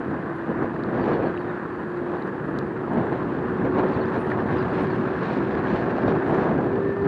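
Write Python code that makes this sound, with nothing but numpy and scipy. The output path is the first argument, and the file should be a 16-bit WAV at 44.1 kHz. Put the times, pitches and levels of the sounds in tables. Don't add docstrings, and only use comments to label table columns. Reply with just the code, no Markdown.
import sys
import numpy as np
from scipy import signal
from scipy.fft import rfft, irfft, next_fast_len
from scipy.io import wavfile
from scipy.ndimage import uniform_filter1d, map_coordinates

SR = 44100
rng = np.random.default_rng(int(sys.argv[2]) if len(sys.argv) > 2 else 0)


def natural_amplitude(level_db):
    exponent = np.asarray(level_db, float) / 20
    return 10 ** exponent


def inscribe(sig):
    pcm = np.round(np.clip(np.atleast_2d(sig).T, -1, 1) * 32767)
    wavfile.write(sys.argv[1], SR, pcm.astype(np.int16))


N = 311787

# time in seconds, pitch in Hz, level in dB.
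MOTOR_HUM = [(0, 334, -42), (.25, 336, -33.5), (.75, 337.8, -34), (1.25, 351.4, -33), (1.74, 361.5, -37),
             (2.02, 349, -33), (2.45, 370, -38), (2.9, 376, -38), (3.5, 371, -33), (3.82, 369.5, -27.5),
             (4.2, 376, -34), (4.42, 366.5, -33.5), (4.95, 377.5, -31.5), (5.8, 380.5, -35.5),
             (6.3, 386, -30.5), (6.6, 386, -36), (6.76, 389, -27), (7.07, 399.5, -26.5)]
# time in seconds, level in dB.
SIDE_ORDER = [(0, -48.5), (1.3, -43), (1.75, -41), (2, -46), (2.4, -41), (3, -40), (3.5, -41), (4, -44),
              (4.2, -38), (4.5, -45), (5, -38), (5.4, -43), (5.75, -35.5), (6.1, -40), (6.5, -44),
              (7.07, -44)]
# time in seconds, level in dB.
WHINE_LOAD = [(0, -50), (.35, -52), (.5, -66), (5.15, -62), (5.3, -51), (5.45, -62), (6.6, -58), (6.7, -46),
              (6.86, -44), (7.07, -44.5)]
# multiple of the hum's pitch, level in dB.
WHINE_ORDERS = [
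    (3, -5),
    (4, -12),
    (4.5, 0),
]

# time in seconds, strength in dB.
HEAD_WIND = [(0, -39.5), (.4, -36), (.75, -32.5), (1.4, -32.5), (1.6, -35.5), (1.85, -36.5), (2.4, -35),
             (2.8, -33.5), (3.2, -30), (3.6, -30.5), (4.1, -29.5), (4.6, -28), (5.1, -30), (5.35, -29.5),
             (5.6, -29.5), (6.2, -29.5), (6.6, -25.5), (6.95, -33), (7.07, -25)]
# peak in seconds, half length in seconds, strength in dB, extra brightness in dB.
GUSTS = [(0.115, 0.26, 8, -1), (0.503, 0.037, 8, 2.5), (0.623, 0.069, 6, 1.5), (1.003, 0.14, 5.5, 3.5),
         (1.127, 0.09, 4.5, 9), (1.245, 0.075, 5, 5), (1.542, 0.043, -2, 8), (2.138, 0.21, 1.5, 6.5),
         (2.553, 0.19, 4, -4.5), (2.977, 0.11, 7.5, -0.5), (3.13, 0.041, 4.5, -0.5),
         (3.647, 0.048, 5.5, -1.5), (3.788, 0.068, 1.5, 5), (3.894, 0.22, 3, 4), (4.163, 0.052, 3, 3.5),
         (4.367, 0.12, 0.5, 3.5), (4.524, 0.048, 1.5, 3), (4.81, 0.1, 2.5, 1), (4.962, 0.086, 2.5, -1.5),
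         (5.326, 0.1, 0, 5.5), (5.418, 0.069, 3.5, -1.5), (5.542, 0.084, 3.5, -3), (5.744, 0.03, 7, -8.5),
         (5.84, 0.21, 1.5, 3), (6.085, 0.13, 5.5, -1), (6.322, 0.084, 3, 4.5), (6.45, 0.12, 0, 6.5),
         (6.779, 0.037, 3, 1), (6.892, 0.058, 4, -6.5), (7.028, 0.1, 2, -4.5)]
# time in seconds, level of its upper part in dB.
UPPER_BUFFET = [(0, 0.5), (.3, 0.5), (.7, 0.5), (1.1, 2.5), (1.5, 0), (1.9, 1.5), (2.4, 1), (2.9, -1),
                (3.4, -0.5), (3.9, 1.5), (4.3, -3), (4.65, -3.5), (5.2, -1), (5.5, -1), (5.9, -0.5),
                (6.4, -1), (6.8, 0), (7.07, -5)]
# time in seconds, coarseness in dB.
COARSENESS = [(0, -6.5), (.4, -5), (.8, -2), (1.5, 0), (1.7, -5), (2.8, -4), (3.2, 2), (3.7, 1.5), (4.1, 5),
              (4.45, 1.5), (4.8, 7), (5.7, 6.5), (6.2, 4.5), (6.45, 3), (6.7, 1.5), (7.07, 0)]
# middle in seconds, half length in seconds, coarseness in dB.
ROUGH_PATCHES = [(.94, .05, 3), (1.23, .05, 1), (1.31, .03, 2.5), (3.66, .03, 3.5), (3.93, .07, 1),
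                 (1.058, 0.13, 5.5), (1.5, .06, -2), (2.15, 0.071, 1), (3.012, .06, 3), (3.788, 0.036, 4),
                 (4.15, .1, 1.5), (4.302, 0.041, 4), (4.567, 0.13, 7), (4.766, 0.1, 3.5),
                 (5.259, 0.047, 4.5), (5.343, 0.051, 5), (5.737, 0.095, 5), (6.083, 0.028, 5),
                 (6.41, 0.093, 4), (7.07, 0.034, 6)]
# time in seconds, change of roar in dB.
TYRE_WEIGHT = [(0, -0.5), (.4, 1), (.8, 0), (1.1, 1.5), (1.4, -0.5), (1.6, 2), (1.9, -1), (2.4, 0), (3, 0),
               (3.6, 0), (4.2, 1), (4.8, 0), (5.4, 0), (6, 0), (6.5, 1), (6.72, -2.5), (6.9, -3.5),
               (7.07, -2)]

# frequency in Hz, density in dB per Hz.
BUFFET_COLOUR = [(12, -58), (20, -43), (48, -20), (145, -3), (278, -2), (338, -3.5), (386, -5), (468, -7.5),
                 (640, -20), (700, -20.5), (910, -29), (1540, -120)]
# frequency in Hz, density in dB per Hz.
RUSH_COLOUR = [(150, -41.5), (300, -5.5), (450, -2.5), (700, -3.5), (1000, -8.5), (1300, -20), (2000, -30),
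               (4000, -63.5), (6000, -120)]
# frequency in Hz, density in dB per Hz.
SPRAY_COLOUR = [(1300, -36), (2000, -1), (2500, -2.5), (3100, -10), (4200, -14.5), (5000, -24), (6500, -32),
                (8000, -39.5), (10300, -53.5), (10600, -75)]
# frequency in Hz, density in dB per Hz.
ROAR_COLOUR = [(290, -39), (500, -2), (523, -16), (706, -11), (761, -8.5), (790, -3.5), (904, -3),
               (1130, -1.5), (1240, -2.5), (1780, -5.5), (2060, -15.5), (2240, -23), (3000, -32.5),
               (3900, -46.5), (6600, -120)]
# frequency in Hz, width in Hz, level in dB.
TYRE_MODES = [
    (1066, 160, -11),
    (1610, 210, -8),
]
# frequency in Hz, density in dB per Hz.
FLOOR_COLOUR = [(1500, -20), (2500, 2.5), (3500, -8.5), (4500, -10), (5500, -21.5), (7000, -20),
                (10350, -24), (10550, -46), (12500, -48), (16000, -60)]
# frequency in Hz, density in dB per Hz.
HISS_COLOUR = [(10300, -60), (10480, 0), (11000, -2), (11200, -60)]
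# time in seconds, level in dB.
HISS_LEVEL = [(0, -90), (.28, -91), (.36, -84), (.46, -91), (.5, -130), (.68, -130), (.72, -90), (.8, -130),
              (1.28, -130), (1.34, -86), (2.9, -87), (3.12, -90), (3.16, -130), (7.07, -130)]

# frequency in Hz, width in Hz, level in dB.
JINGLE_MODES = [
    (8980, 90, 1.5),
    (9300, 600, 0),
    (10100, 900, -6.5),
]
# peak in seconds, half length in seconds, level in dB.
JOLTS = [
    (3.953, 0.37, -89),
    (4.235, 0.18, -74),
    (4.494, 0.13, -76.5),
    (4.8, 0.19, -75),
    (5.1, 0.22, -90),
    (6.302, .09, -76),
]
# start in seconds, peak in dB, ring in Hz.
CRACK_THUMPS = [(.081, -22, 490), (.589, -19, 330), (.644, -19, 627), (.9135, -20, 620), (.929, -18, 400),
                (1.031, -16, 484), (1.052, -17, 450), (1.068, -14, 400), (1.096, -16, 520),
                (1.121, -14, 420), (1.2, -16, 430), (1.241, -15, 430), (1.625, -26, 500), (2.938, -20, 455),
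                (2.995, -19, 600), (3.762, -19, 440), (4.056, -20, 420), (5.535, -20, 480),
                (5.744, -20, 643), (5.9835, -14, 700), (6.059, -15, 330), (6.0812, -10, 640),
                (6.266, -19, 600), (6.543, -20, 668), (6.669, -17, 622), (2.958, -20, 875),
                (2.971, -19, 412), (3.853, -18, 412), (4.158, -19, 415), (5.682, -19, 482),
                (6.251, -19, 654), (6.456, -20, 554), (6.514, -18, 619), (6.785, -16, 482),
                (6.867, -23, 482), (6.893, -18, 495)]
# start in seconds, peak in dB, ring in Hz, rise in seconds, sharp edge in dB.
GRIT_TICKS = [(.8366, -37.5, 4000, .0004, -11), (2.5881, -52, 12200, .0003, -60),
              (2.5881, -52, 11200, .0003, -60), (4.255, -72, 11850, .002, -60),
              (2.5905, -47, 3600, .0006, -30), (.763, -29, 1700, .0012, -40), (1.04, -28, 1700, .0012, -40),
              (2.2232, -42, 4000, .0005, -30), (2.2742, -58, 4000, .0003, 5),
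              (2.5881, -32, 3900, .00028, -4), (1.3758, -32, 2650, .0005, -30),
              (4.246, -29, 1850, .0018, -60), (4.3185, -19.5, 1780, .001, -70), (.63, -56, 4100, .0004, 0),
              (.7452, -48, 3800, .0004, -14), (1.8335, -50, 3400, .0004, -10),
              (1.972, -54, 4000, .0008, -20), (2.1185, -48, 3300, .0004, -14),
              (3.178, -49, 3500, .0004, -10), (3.8875, -52, 4600, .0004, -5),
              (3.9215, -53, 4600, .0004, -5), (4.057, -44, 3000, .0004, -12),
              (4.057, -50, 4700, .0008, -30), (5.244, -38, 2600, .0005, -20),
              (1.0605, -44, 3000, .0004, -14), (5.981, -44, 4200, .0004, -8), (6.079, -43, 3900, .0004, -8),
              (6.526, -63, 6200, .0005, -3), (6.613, -65, 6000, .0006, -6), (6.646, -64, 9600, .001, -20)]
# start in seconds, length in seconds, level in dB.
SAND_BURSTS = [(.62, .03, -71), (1.05, .03, -71), (2.928, .016, -60), (3.053, .014, -65),
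               (4.205, .015, -70), (4.285, .015, -68), (4.68, .03, -72), (4.795, .06, -64), (5.8, .02, -70),
               (6.26, .07, -69), (6.515, .03, -70)]
# start in seconds, length in seconds, start pitch in Hz, end pitch in Hz, level in dB.
BIRD_CHIPS = [(1.005, .02, 4600, 4520, -58), (1.025, .014, 4600, 4520, -58), (1.131, .018, 4400, 4380, -54),
              (1.253, .024, 4470, 4300, -56), (1.358, .018, 3860, 3850, -59),
              (1.387, .012, 4680, 4600, -62), (1.398, .014, 4430, 4380, -58), (1.41, .012, 3850, 3800, -59),
              (1.488, 0.021, 3850, 3580, -56), (1.72, .015, 4470, 4470, -66),
              (3.935, 0.017, 4670, 4250, -54), (3.947, .011, 4100, 3950, -52),
              (3.956, .012, 3550, 3450, -56), (4.006, .019, 4400, 4230, -50),
              (4.02, 0.011, 3980, 3780, -55), (4.031, .009, 3600, 3450, -55),
              (4.037, 0.011, 3100, 3000, -53), (4.578, .026, 4900, 4880, -54),
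              (4.603, .014, 4700, 4500, -54), (4.62, .012, 4200, 3900, -58), (4.703, .02, 4800, 4400, -62),
              (4.853, .014, 4800, 4800, -61), (4.9, .014, 4600, 4500, -56), (4.912, .016, 4390, 4250, -53)]


def unit(x):
    return x / np.sqrt(np.mean(x ** 2) + 1e-20)


def curves(rows):
    s, *columns = np.transpose(rows)
    return [np.interp(np.arange(N) / SR, s, column) for column in columns]


def wobble(rate):
    return map_coordinates(rng.standard_normal(N // 20), [np.arange(N) * min(rate, 2000) / SR])


def swells(s, half):
    return np.clip(1 - np.abs(np.arange(N) / SR - s[:, None]) / half[:, None], 0, 1)


def filtered(x, response):
    m = next_fast_len(N + 8192)
    return irfft(rfft(x, m) * response(np.fft.rfftfreq(m, 1 / SR)), m)[:N]


def below(x, hz):
    return filtered(x, lambda f: 1 / (1 + (f / hz) ** 6))


def resonance(f, centre, width):
    return 1j * f * width / (centre * centre - f * f + 1j * f * width)


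def turbulence(colour, lumps, patchy_db):
    z = signal.stft(rng.standard_normal(N + 512), nperseg=512)[2]
    patches = uniform_filter1d(rng.standard_normal(z.shape), 5, 0)
    patches = unit(uniform_filter1d(patches, 10, 1))
    noise = signal.istft(z * natural_amplitude(patchy_db * patches), nperseg=512)[1][:N]
    hz, db = np.transpose(colour)
    return unit(filtered(noise * lumps, lambda f: natural_amplitude(np.interp(np.log(f + 1), np.log(hz), db))))


def ring(t, hz, rise):
    return t / rise * np.exp(1 - t / rise) * np.sin(2 * np.pi * hz * t)


def motor():
    hz, db = curves(MOTOR_HUM)
    phase = 2 * np.pi * np.cumsum(hz * (1 + .0014 * wobble(12))) / SR
    hum = natural_amplitude(db + .3 + 1.8 * wobble(16) + 1.3 * wobble(4)) * np.sin(phase)
    side = natural_amplitude(curves(SIDE_ORDER)[0] + 2.2 * wobble(6)) * np.sin(phase * 9 / 10)
    whine = np.zeros(N)
    for order, level in WHINE_ORDERS:
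        whine += natural_amplitude(level + 1.2 * wobble(30)) * np.sin(order * phase + .95 * wobble(35))
    return np.sqrt(2) * (hum + side + natural_amplitude(curves(WHINE_LOAD)[0]) * whine)


def gusts():
    s, half, *rises = np.transpose(GUSTS)
    return rises @ swells(s, half)


def coarseness():
    s, half, patch_db = np.transpose(ROUGH_PATCHES)
    return curves(COARSENESS)[0] + patch_db @ swells(s, half)


def wind(gust_db, bright_db, gust, eddy, flick):
    wind_db = curves(HEAD_WIND)[0]
    buffet = turbulence(BUFFET_COLOUR, natural_amplitude(.59 * gust + .14 * eddy + .26 * flick), patchy_db=.3)
    large = below(buffet, 240)
    buffet = large + natural_amplitude(curves(UPPER_BUFFET)[0]) * (buffet - large)
    rush = turbulence(RUSH_COLOUR, natural_amplitude(.25 * gust + 1.0 * eddy + .63 * flick), patchy_db=-1.3)
    rush_db = -37 + 1.08 * (wind_db + 32) + 1.19 * gust_db + bright_db
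    return natural_amplitude(wind_db + gust_db + 3) * buffet + natural_amplitude(rush_db) * rush


def tyre_spray(coarse_db, gust_db, bright_db, gust, eddy, flick):
    spray = turbulence(SPRAY_COLOUR, natural_amplitude(.2 * gust + .9 * wobble(70) + .5 * eddy + 2 * flick), patchy_db=1.2)
    dull = below(spray, 3800)
    spray = dull + natural_amplitude(.22 * (coarse_db - coarse_db.mean())) * (spray - dull)
    return natural_amplitude(-56.5 + .86 * coarse_db + .65 * gust_db + .53 * bright_db) * spray


def car_gain():
    abreast_s, approach_s, behind_s = 6.45, 1.5, .1
    late = np.arange(N) / SR - abreast_s
    return natural_amplitude(-42.5) / np.hypot(1, late / np.where(late < 0, approach_s, behind_s))


def tyre_roar(coarse_db, gust_db, bright_db, gust, eddy, flick):
    lumps = natural_amplitude(.25 * gust + 1.1 * eddy + 1.2 * flick + .6 * wobble(70))
    roar = turbulence(ROAR_COLOUR, lumps, patchy_db=.9)
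    roar = unit(filtered(roar, lambda f: 1 + sum(natural_amplitude(db) * resonance(f, c, w) for c, w, db in TYRE_MODES)))
    roar_db = -36.5 + .3 * coarse_db + .2 * gust_db + .059 * bright_db + curves(TYRE_WEIGHT)[0]
    return np.hypot(natural_amplitude(roar_db), car_gain()) * roar


def loose_part():
    shakes = rng.standard_normal(N) * natural_amplitude(3 * wobble(60) + 3 * wobble(300))
    jingle = unit(filtered(shakes, lambda f: sum(natural_amplitude(db) * resonance(f, c, w) ** 2 for c, w, db in JINGLE_MODES)))
    s, half, jolt_db = np.transpose(JOLTS)
    return (natural_amplitude(-92.5) + natural_amplitude(jolt_db) @ swells(s, half)) * jingle


def air_and_road():
    gust_db, bright_db = gusts()
    coarse_db = coarseness()
    eddies = wobble(14), wobble(70), wobble(400)
    heard = wind(gust_db, bright_db, *eddies)
    heard += tyre_spray(coarse_db, gust_db, bright_db, *eddies)
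    heard += tyre_roar(coarse_db, gust_db, bright_db, *eddies)
    heard += loose_part()
    heard += natural_amplitude(-62) * turbulence(FLOOR_COLOUR, 1, patchy_db=.6)
    hiss = natural_amplitude(curves(HISS_LEVEL)[0]) * turbulence(HISS_COLOUR, 1, patchy_db=5)
    return filtered(heard, lambda f: f < 10480) + hiss


def crack_thumps():
    out, t = np.zeros(N + SR), np.arange(900) / SR
    for s, db, hz in CRACK_THUMPS:
        out[round(s * SR):][:900] += natural_amplitude(db - 2.5) * ring(t, hz, .001)
    return out[:N]


def sand():
    level = np.zeros(N)
    for s, length, db in SAND_BURSTS:
        n = round(length * SR)
        level[round(s * SR):][:n] = natural_amplitude(db) * np.hanning(n) ** .37
    grains = unit(rng.standard_normal(N) * natural_amplitude(4 * wobble(500)))
    return filtered(level * grains,
                    lambda f: 2 / (1 + (6300 / (f + 1)) ** 12) / (1 + (f / 9000) ** 4) * (f < 11000))


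def grit_ticks():
    out, t = np.zeros(N + SR), np.arange(900) / SR
    edge = .5 * ring(t, 6000, .00018) - .2 * ring(t, 7600, .00018) - .55 * ring(t, 4950, .00025)
    touch = .39 * edge + .26 * ring(t, 5600, .0005)
    rebound_s, rebound_db = .0018, -8
    for s, db, hz, rise, edge_db in GRIT_TICKS:
        out[round(s * SR):][:900] += natural_amplitude(db) * (ring(t, hz, rise) + natural_amplitude(edge_db) * edge)
        out[round((s + rebound_s) * SR):][:900] += natural_amplitude(db + rebound_db + edge_db) * touch
    return out[:N]


def bird():
    out = np.zeros(N)
    for s, length, hz0, hz1, db in BIRD_CHIPS:
        n = round(length * SR)
        glide = np.cumsum(np.linspace(hz0, hz1, n)) / SR
        out[round(s * SR):][:n] += natural_amplitude(db + .5) * np.hanning(n) ** .67 * np.sin(2 * np.pi * glide)
    echo_s, echo_db = .013, -8
    return out + natural_amplitude(echo_db) * np.roll(out, round(echo_s * SR))


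def scene():
    contacts = crack_thumps() + sand() + grit_ticks()
    return (motor() + air_and_road() + contacts + bird())[None]


def top_cut(x):
    return signal.sosfilt(signal.butter(12, 12600, fs=SR, output="sos"), x)


def record(dry):
    return top_cut(dry)


dry = scene()
out = record(dry)
inscribe(out)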